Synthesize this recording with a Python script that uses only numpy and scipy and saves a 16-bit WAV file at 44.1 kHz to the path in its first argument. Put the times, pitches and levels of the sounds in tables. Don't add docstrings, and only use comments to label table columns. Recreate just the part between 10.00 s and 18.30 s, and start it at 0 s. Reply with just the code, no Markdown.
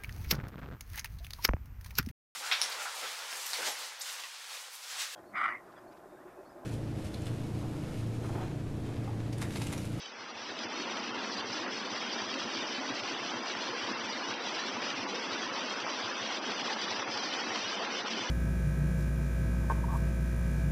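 import sys
import numpy as np
from scipy import signal
from scipy.fft import rfft, irfft, next_fast_len
from scipy.io import wavfile
from scipy.ndimage import uniform_filter1d

SR = 44100
rng = np.random.default_rng(int(sys.argv[2]) if len(sys.argv) > 2 else 0)


def unload_wav(signal):
    wavfile.write(
        sys.argv[1],
        SR,
        np.round(np.clip(np.atleast_2d(signal).T, -1, 1) * 32767).astype(np.int16),
    )


N = 366030
T = np.arange(N) / SR
CUT_HZ = 8850
HOP = 256
FRAME = 4 * HOP

# [t/s, level/dB]
FALL_LEVEL = [(0, -52), (.18, -47.5), (.4, -45.5), (.62, -42.5), (1.0, -42), (3.4, -40.5), (5.6, -39.5),
              (7.4, -39), (8.3, -40)]
SPRAY_LEVEL = [(0, -44.5), (.1, -48), (.3, -50), (.55, -45), (.8, -41), (2.2, -40), (3.3, -40.5),
               (5.8, -39), (7.3, -38.5), (8.3, -38)]
POOL_LEVEL = [(0, -60.5), (.25, -53.5), (.42, -53.5), (.51, -48.5), (1.05, -44.5), (2.8, -45.5),
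              (3.3, -46.5), (3.9, -45.5), (5.9, -46), (7, -45), (8.3, -45)]
# [f/Hz, level/dB]
RUSH_SPECTRUM = [(150, -27.5), (300, -15), (400, -5.5), (470, 1), (620, -0.5), (720, 0.3), (860, 1.5),
                 (1030, 1.8), (1170, -0.5), (1450, -0.8), (1700, -2.5), (2200, -6), (2700, -4),
                 (3400, -26.5), (6000, -59.5)]
SPRAY_SPECTRUM = [(1200, -24.5), (1900, -4.5), (2550, -1.5), (3150, 1), (3500, -1.5), (3800, -4),
                  (4200, -5), (4600, -2.6), (5100, -1), (5570, -7), (5970, -0.5), (6120, -14), (6370, -11),
                  (6520, -58)]
MIST_SPECTRUM = [(1500, -13), (3000, -2.5), (6500, 1), (7400, 1), (8000, -3), (8700, -21)]
POOL_SPECTRUM = [(20, -32), (65, -27.5), (110, -32), (155, -15), (190, -5), (215, 0), (270, 1.5), (300, 0),
                 (345, 0.5), (430, -4.5), (650, -9), (1500, -58.5)]
# [f/Hz, depth/dB]
FLICKER_DEPTH = [(1100, 0), (1400, 1.5), (1700, 2.8), (2200, 4.2), (2900, 5.4), (4100, 8.6), (5000, 7.4),
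                 (6000, 6.5), (6600, 0)]
# [t/s, level/dB]
GUSHES = [(.87, -42.5), (.98, -40.5), (1.18, -40.5), (1.41, -42), (1.68, -38), (1.96, -40.5), (2.19, -41.5),
          (2.64, -40), (3.88, -43.5), (4.3, -43), (5.15, -44), (5.58, -39.5), (5.89, -38.5), (6.01, -42),
          (6.7, -38.5), (7.01, -36.5), (7.53, -37), (7.82, -37.5)]
# [t/s, level/dB]
SPLASHES = [(0.06, -46), (0.592, -43.7), (0.97, -42.7), (1.077, -44.6), (2.22, -42.0), (2.342, -39.5),
            (2.573, -42.2), (2.996, -41.8), (3.61, -43.7), (4.341, -42.4), (4.563, -43.0), (4.904, -39.8),
            (5.422, -42.7), (5.804, -41.3), (6.372, -42.7), (6.52, -40), (6.736, -42.7), (6.817, -40.8),
            (7.176, -38.8), (7.339, -40.1), (7.56, -41), (7.744, -40.9), (8.083, -40.9)]
# [t/s, length/s, dip/dB]
LULLS = [(0.14, .08, -4), (0.353, .07, -0.5), (0.685, 0.049, -4.5), (1.118, .12, -3.5), (1.444, .06, -5),
         (1.668, 0.057, -4.5), (1.885, 0.037, -3.5), (2.166, 0.042, -3.5), (3.404, 0.054, -2),
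         (3.954, 0.086, -2.5), (4.38, 0.086, -3.5), (4.788, .05, -2.5), (4.945, .08, -2),
         (5.067, 0.045, -5.5), (5.507, 0.1, -4.5), (5.87, 0.065, -4), (6.15, 0.09, -3), (6.409, 0.061, -4),
         (6.764, .04, -4), (6.864, .03, -3.5), (7.049, 0.08, -6.5), (7.8, 0.054, -5), (7.892, 0.052, -4),
         (8.042, 0.033, -6)]
# [t/s, level/dB]
HEAVES = [(.66, -46), (.8, -47), (1.0, -47), (2.15, -47), (2.46, -52), (2.63, -42.5), (2.91, -49),
          (3.12, -45), (3.91, -43), (4.28, -48), (4.69, -46), (5.04, -48), (5.16, -45), (5.27, -46),
          (6.49, -45), (8.18, -48.5)]
# [t/s, level/dB]
DROPS = [(0.059, -39), (0.973, -28), (2.341, -29.5), (3.036, -28), (3.263, -29), (4.566, -31), (5.476, -32),
         (7.175, -27)]
# [t/s, f/Hz, level/dB]
GLUGS = [(0.203, 115, -61.5), (0.363, 104, -61), (0.421, 116, -61.5), (0.513, 109, -59), (0.661, 106, -55),
         (1.12, 128, -54), (1.177, 128, -58), (1.396, 108, -55), (1.452, 116, -55), (1.507, 122, -49),
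         (1.607, 116, -56), (1.747, 129, -57), (1.932, 127, -53), (2.227, 113, -54), (2.276, 108, -58),
         (2.451, 107, -53), (2.583, 115, -55), (2.925, 121, -49), (3.032, 119, -51), (3.138, 134, -54.9),
         (3.219, 135, -53), (3.366, 121, -51), (3.567, 117, -56.5), (3.709, 127, -52), (3.845, 106, -54),
         (3.938, 140, -54), (4.049, 102, -56), (4.14, 150, -58), (4.305, 117, -51.5), (4.45, 155, -61),
         (4.756, 110, -53.4), (4.84, 136, -54.9), (4.95, 143, -53), (5.003, 114, -50.5), (5.33, 106, -55.5),
         (5.461, 131, -56.4), (5.518, 118, -57), (5.7, 155, -60), (5.839, 120, -56), (6.052, 112, -49.7),
         (6.225, 116, -52), (6.51, 145, -57), (6.628, 141, -53), (6.917, 107, -53), (6.997, 112, -53.5),
         (7.091, 130, -50), (7.155, 115, -54), (7.509, 109, -53), (7.652, 110, -54), (8.018, 133, -57),
         (8.219, 120, -49.5)]
# [t/s, f/Hz, level/dB]
PLOPS = [(1.036, 226, -41.5), (1.855, 495, -42.5), (2.383, 538, -41.3), (2.464, 226, -40.3),
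         (2.595, 247, -41.4), (2.635, 258, -39.9), (2.644, 850, -41.8), (2.792, 258, -39.2),
         (2.914, 269, -40.9), (3.695, 1033, -41.7), (3.701, 355, -41.8), (3.744, 473, -39.9),
         (4.31, 936, -41.6), (4.598, 1765, -39.6), (5.039, 247, -39.9), (5.146, 484, -39.0),
         (5.152, 322, -41.0), (5.474, 990, -40.1), (5.584, 904, -40.4), (5.904, 1065, -41.1),
         (6.098, 1001, -41.7), (6.121, 1668, -41.9), (6.487, 258, -41.0), (6.667, 958, -40.4),
         (6.711, 893, -39.4), (6.92, 764, -42.1), (7.52, 753, -41.7), (7.526, 441, -42.2),
         (7.561, 990, -41.1), (7.816, 645, -39.7), (8.054, 818, -41.5), (8.115, 226, -41.2)]


def gain_of(db):
    return 10 ** (np.asarray(db) / 20)


def evened(x):
    return x / np.sqrt(np.mean(x ** 2) + 1e-20)


def level_gain(curve):
    return gain_of(np.interp(T, *np.transpose(curve)))


def read(points, hz):
    at_hz, value = np.transpose(points)
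    return np.interp(np.log(hz + 1), np.log(at_hz), value)


def coloured(x, spectrum):
    size = next_fast_len(N)
    weights = gain_of(read(spectrum, np.fft.rfftfreq(size, 1 / SR)))
    return evened(irfft(rfft(x, size) * weights, size)[:N])


def add(mix, s, sound):
    part = mix[max(round(s * SR), 0):][:len(sound)]
    part += sound[:len(part)]


def smoothed(x, span, axis):
    shape = np.exp(-(np.pi * span * np.fft.rfftfreq(x.shape[axis])) ** 2 / 2)
    spectrum = rfft(x, axis=axis) * np.expand_dims(shape, 1 - axis)
    return evened(irfft(spectrum, x.shape[axis], axis=axis))


def patches(field, patch_hz, patch_s):
    along_time = smoothed(field, patch_s * SR / HOP, axis=0)
    return smoothed(along_time, patch_hz * FRAME / SR, axis=1)


def sputter(depth_db, span_s):
    drift = smoothed(rng.standard_normal((N // HOP + 1, 1)), span_s * SR / HOP, axis=0)[:, 0]
    drift = np.interp(np.arange(N) / HOP, np.arange(len(drift)), drift)
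    return evened(gain_of(depth_db * np.tanh(2 * drift)))


def bell(s, width_s):
    return np.exp(-np.minimum(((T - s) / width_s) ** 2, 50))


def bursts(events, width_s):
    return sum(gain_of(db) * bell(s, width_s) for s, db in events)


def foam(cloud_db, cloud_hz, cloud_s):
    bins = FRAME // 2 + 1
    real, imag, clouds = rng.standard_normal((3, N // HOP + 6, bins))
    clouds = patches(clouds, cloud_hz, cloud_s)
    spectra = (real + 1j * imag) * gain_of(cloud_db * clouds)
    return evened(signal.istft(spectra.T, nperseg=FRAME, noverlap=FRAME - HOP)[1][:N])


def bubble(hz, cycles, rise, onset):
    age = np.arange(0, 6, hz / cycles / SR)
    ring = np.sin(2 * np.pi * cycles * (age + rise * age ** 2 / 2))
    return ring * np.exp(-age) * (1 - np.exp(-age / max(onset, 1e-3)))


def bubbles(low_hz, high_hz, per_s, cycles, rise, spread_db):
    out = np.zeros(N)
    for when, size, strength, damping, depth in rng.random((int(per_s * N / SR), 5)):
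        hz = low_hz + size * (high_hz - low_hz)
        ring = bubble(hz, cycles * (.5 + damping), 2 * rise * depth, onset=0.081)
        loud_db = spread_db * min(-np.log(1 - strength), 4)
        unit_energy = ring / np.linalg.norm(ring)
        add(out, when * N / SR, gain_of(loud_db) * unit_energy)
    return evened(out)


def impulses(per_s):
    return rng.standard_normal(N) * (rng.random(N) < per_s / SR)


def rush():
    wash = foam(cloud_db=0.5, cloud_hz=650, cloud_s=0.046)
    babble = bubbles(low_hz=349.7, high_hz=2218, per_s=600, cycles=10, rise=0.035, spread_db=1.57)
    patter = bubbles(low_hz=910, high_hz=2020, per_s=120, cycles=1.06, rise=.05, spread_db=2.0)
    water = coloured(wash + gain_of(-10.5) * babble + gain_of(-14.5) * patter, RUSH_SPECTRUM)
    flow = gain_of(-0.2) * level_gain(FALL_LEVEL) * sputter(depth_db=.5, span_s=.035)
    gushes = gain_of(-2.0) * bursts(GUSHES, width_s=.028)
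    return np.hypot(flow, gushes) * water


def surges():
    lulls_db = sum(db * bell(s, length / 2) for s, length, db in LULLS)
    return gain_of(lulls_db) * sputter(depth_db=1.35, span_s=.024)


def spray():
    fizz = foam(cloud_db=1.6, cloud_hz=810, cloud_s=0.044)
    tinkle = bubbles(low_hz=1789, high_hz=6057, per_s=300, cycles=120, rise=0.0083, spread_db=3.0)
    spatter = evened(impulses(per_s=1500))
    splash = coloured(fizz + gain_of(-12.5) * tinkle + gain_of(-11) * spatter, SPRAY_SPECTRUM)
    steady = level_gain(SPRAY_LEVEL)
    splashes = gain_of(3.5) * bursts(SPLASHES, width_s=0.0028)
    surge = np.hypot(surges(), splashes / steady)
    droplets = coloured(impulses(per_s=3500), MIST_SPECTRUM)
    mist = gain_of(-22.5) * droplets * surge ** 0.92
    return gain_of(-1.55) * steady * surge * (splash + mist)


def flickering(x, patch_hz, patch_s, chance):
    spectra = signal.stft(x, nperseg=FRAME, noverlap=FRAME - HOP)[2].T
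    hz, size = np.fft.rfftfreq(FRAME, 1 / SR), abs(spectra) + 1e-12
    around = uniform_filter1d(uniform_filter1d(size, size=9, axis=0), size=15, axis=1)
    strength = evened(size / around - 1) + chance * rng.standard_normal(size.shape)
    strength = patches(strength, patch_hz, patch_s)
    gain = gain_of(read(FLICKER_DEPTH, hz) * np.tanh(2 * strength + .9))
    gain /= np.sqrt(np.mean(gain ** 2, axis=0))
    return signal.istft((spectra * gain).T, nperseg=FRAME, noverlap=FRAME - HOP)[1][:N]


def pool():
    gurgle = bubbles(low_hz=186.3, high_hz=401.5, per_s=70, cycles=5.4, rise=0.025, spread_db=1.2)
    burble = bubbles(low_hz=138, high_hz=187.2, per_s=30, cycles=6.2, rise=0.018, spread_db=.8)
    roll = coloured(rng.standard_normal(N), POOL_SPECTRUM)
    water = evened(roll + gain_of(-4.5) * coloured(gurgle, POOL_SPECTRUM))
    water = water + gain_of(-19.5) * coloured(burble, POOL_SPECTRUM)
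    churn = level_gain(POOL_LEVEL) * sputter(depth_db=1.03, span_s=0.027)
    heaves = gain_of(1.7) * bursts(HEAVES, width_s=.024)
    return np.hypot(churn, heaves) * water


def drops(hz, cycles):
    out = np.zeros(N)
    tick = bubble(hz, cycles, rise=.02, onset=.4)
    tick = tick / abs(tick).max()
    for s, db in DROPS:
        add(out, s, gain_of(db) * tick)
    return out


def glugs(length_s, rise):
    out, age = np.zeros(N), np.arange(0, 1, 1 / (length_s * SR))
    swell = np.sin(np.pi * age) ** 2
    for s, hz, db in GLUGS:
        turns = hz * length_s * (age + rise * (age - .5) ** 2)
        add(out, s - length_s / 2, gain_of(db) * swell * np.sin(2 * np.pi * turns))
    return out


def plops(ring_s, rise, onset):
    out = np.zeros(N)
    for s, hz, db in PLOPS:
        add(out, s - ring_s, gain_of(db) * bubble(hz, hz * ring_s, rise, onset))
    return out


def scene():
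    fall = flickering(rush() + spray(), patch_hz=80, patch_s=.021, chance=1.4)
    churning = pool()
    ticks = drops(hz=2900, cycles=1.6)
    pockets = gain_of(0.5) * glugs(length_s=.052, rise=0.059)
    loud_bubbles = gain_of(9.5) * plops(ring_s=.011, rise=.015, onset=.4)
    return (fall + churning + ticks + pockets + loud_bubbles)[None]


def record(dry):
    low_pass = signal.firwin(511, CUT_HZ, window=("kaiser", 9), fs=SR)
    return signal.oaconvolve(dry, low_pass[None], "same")


dry = scene()
out = record(dry)
unload_wav(out)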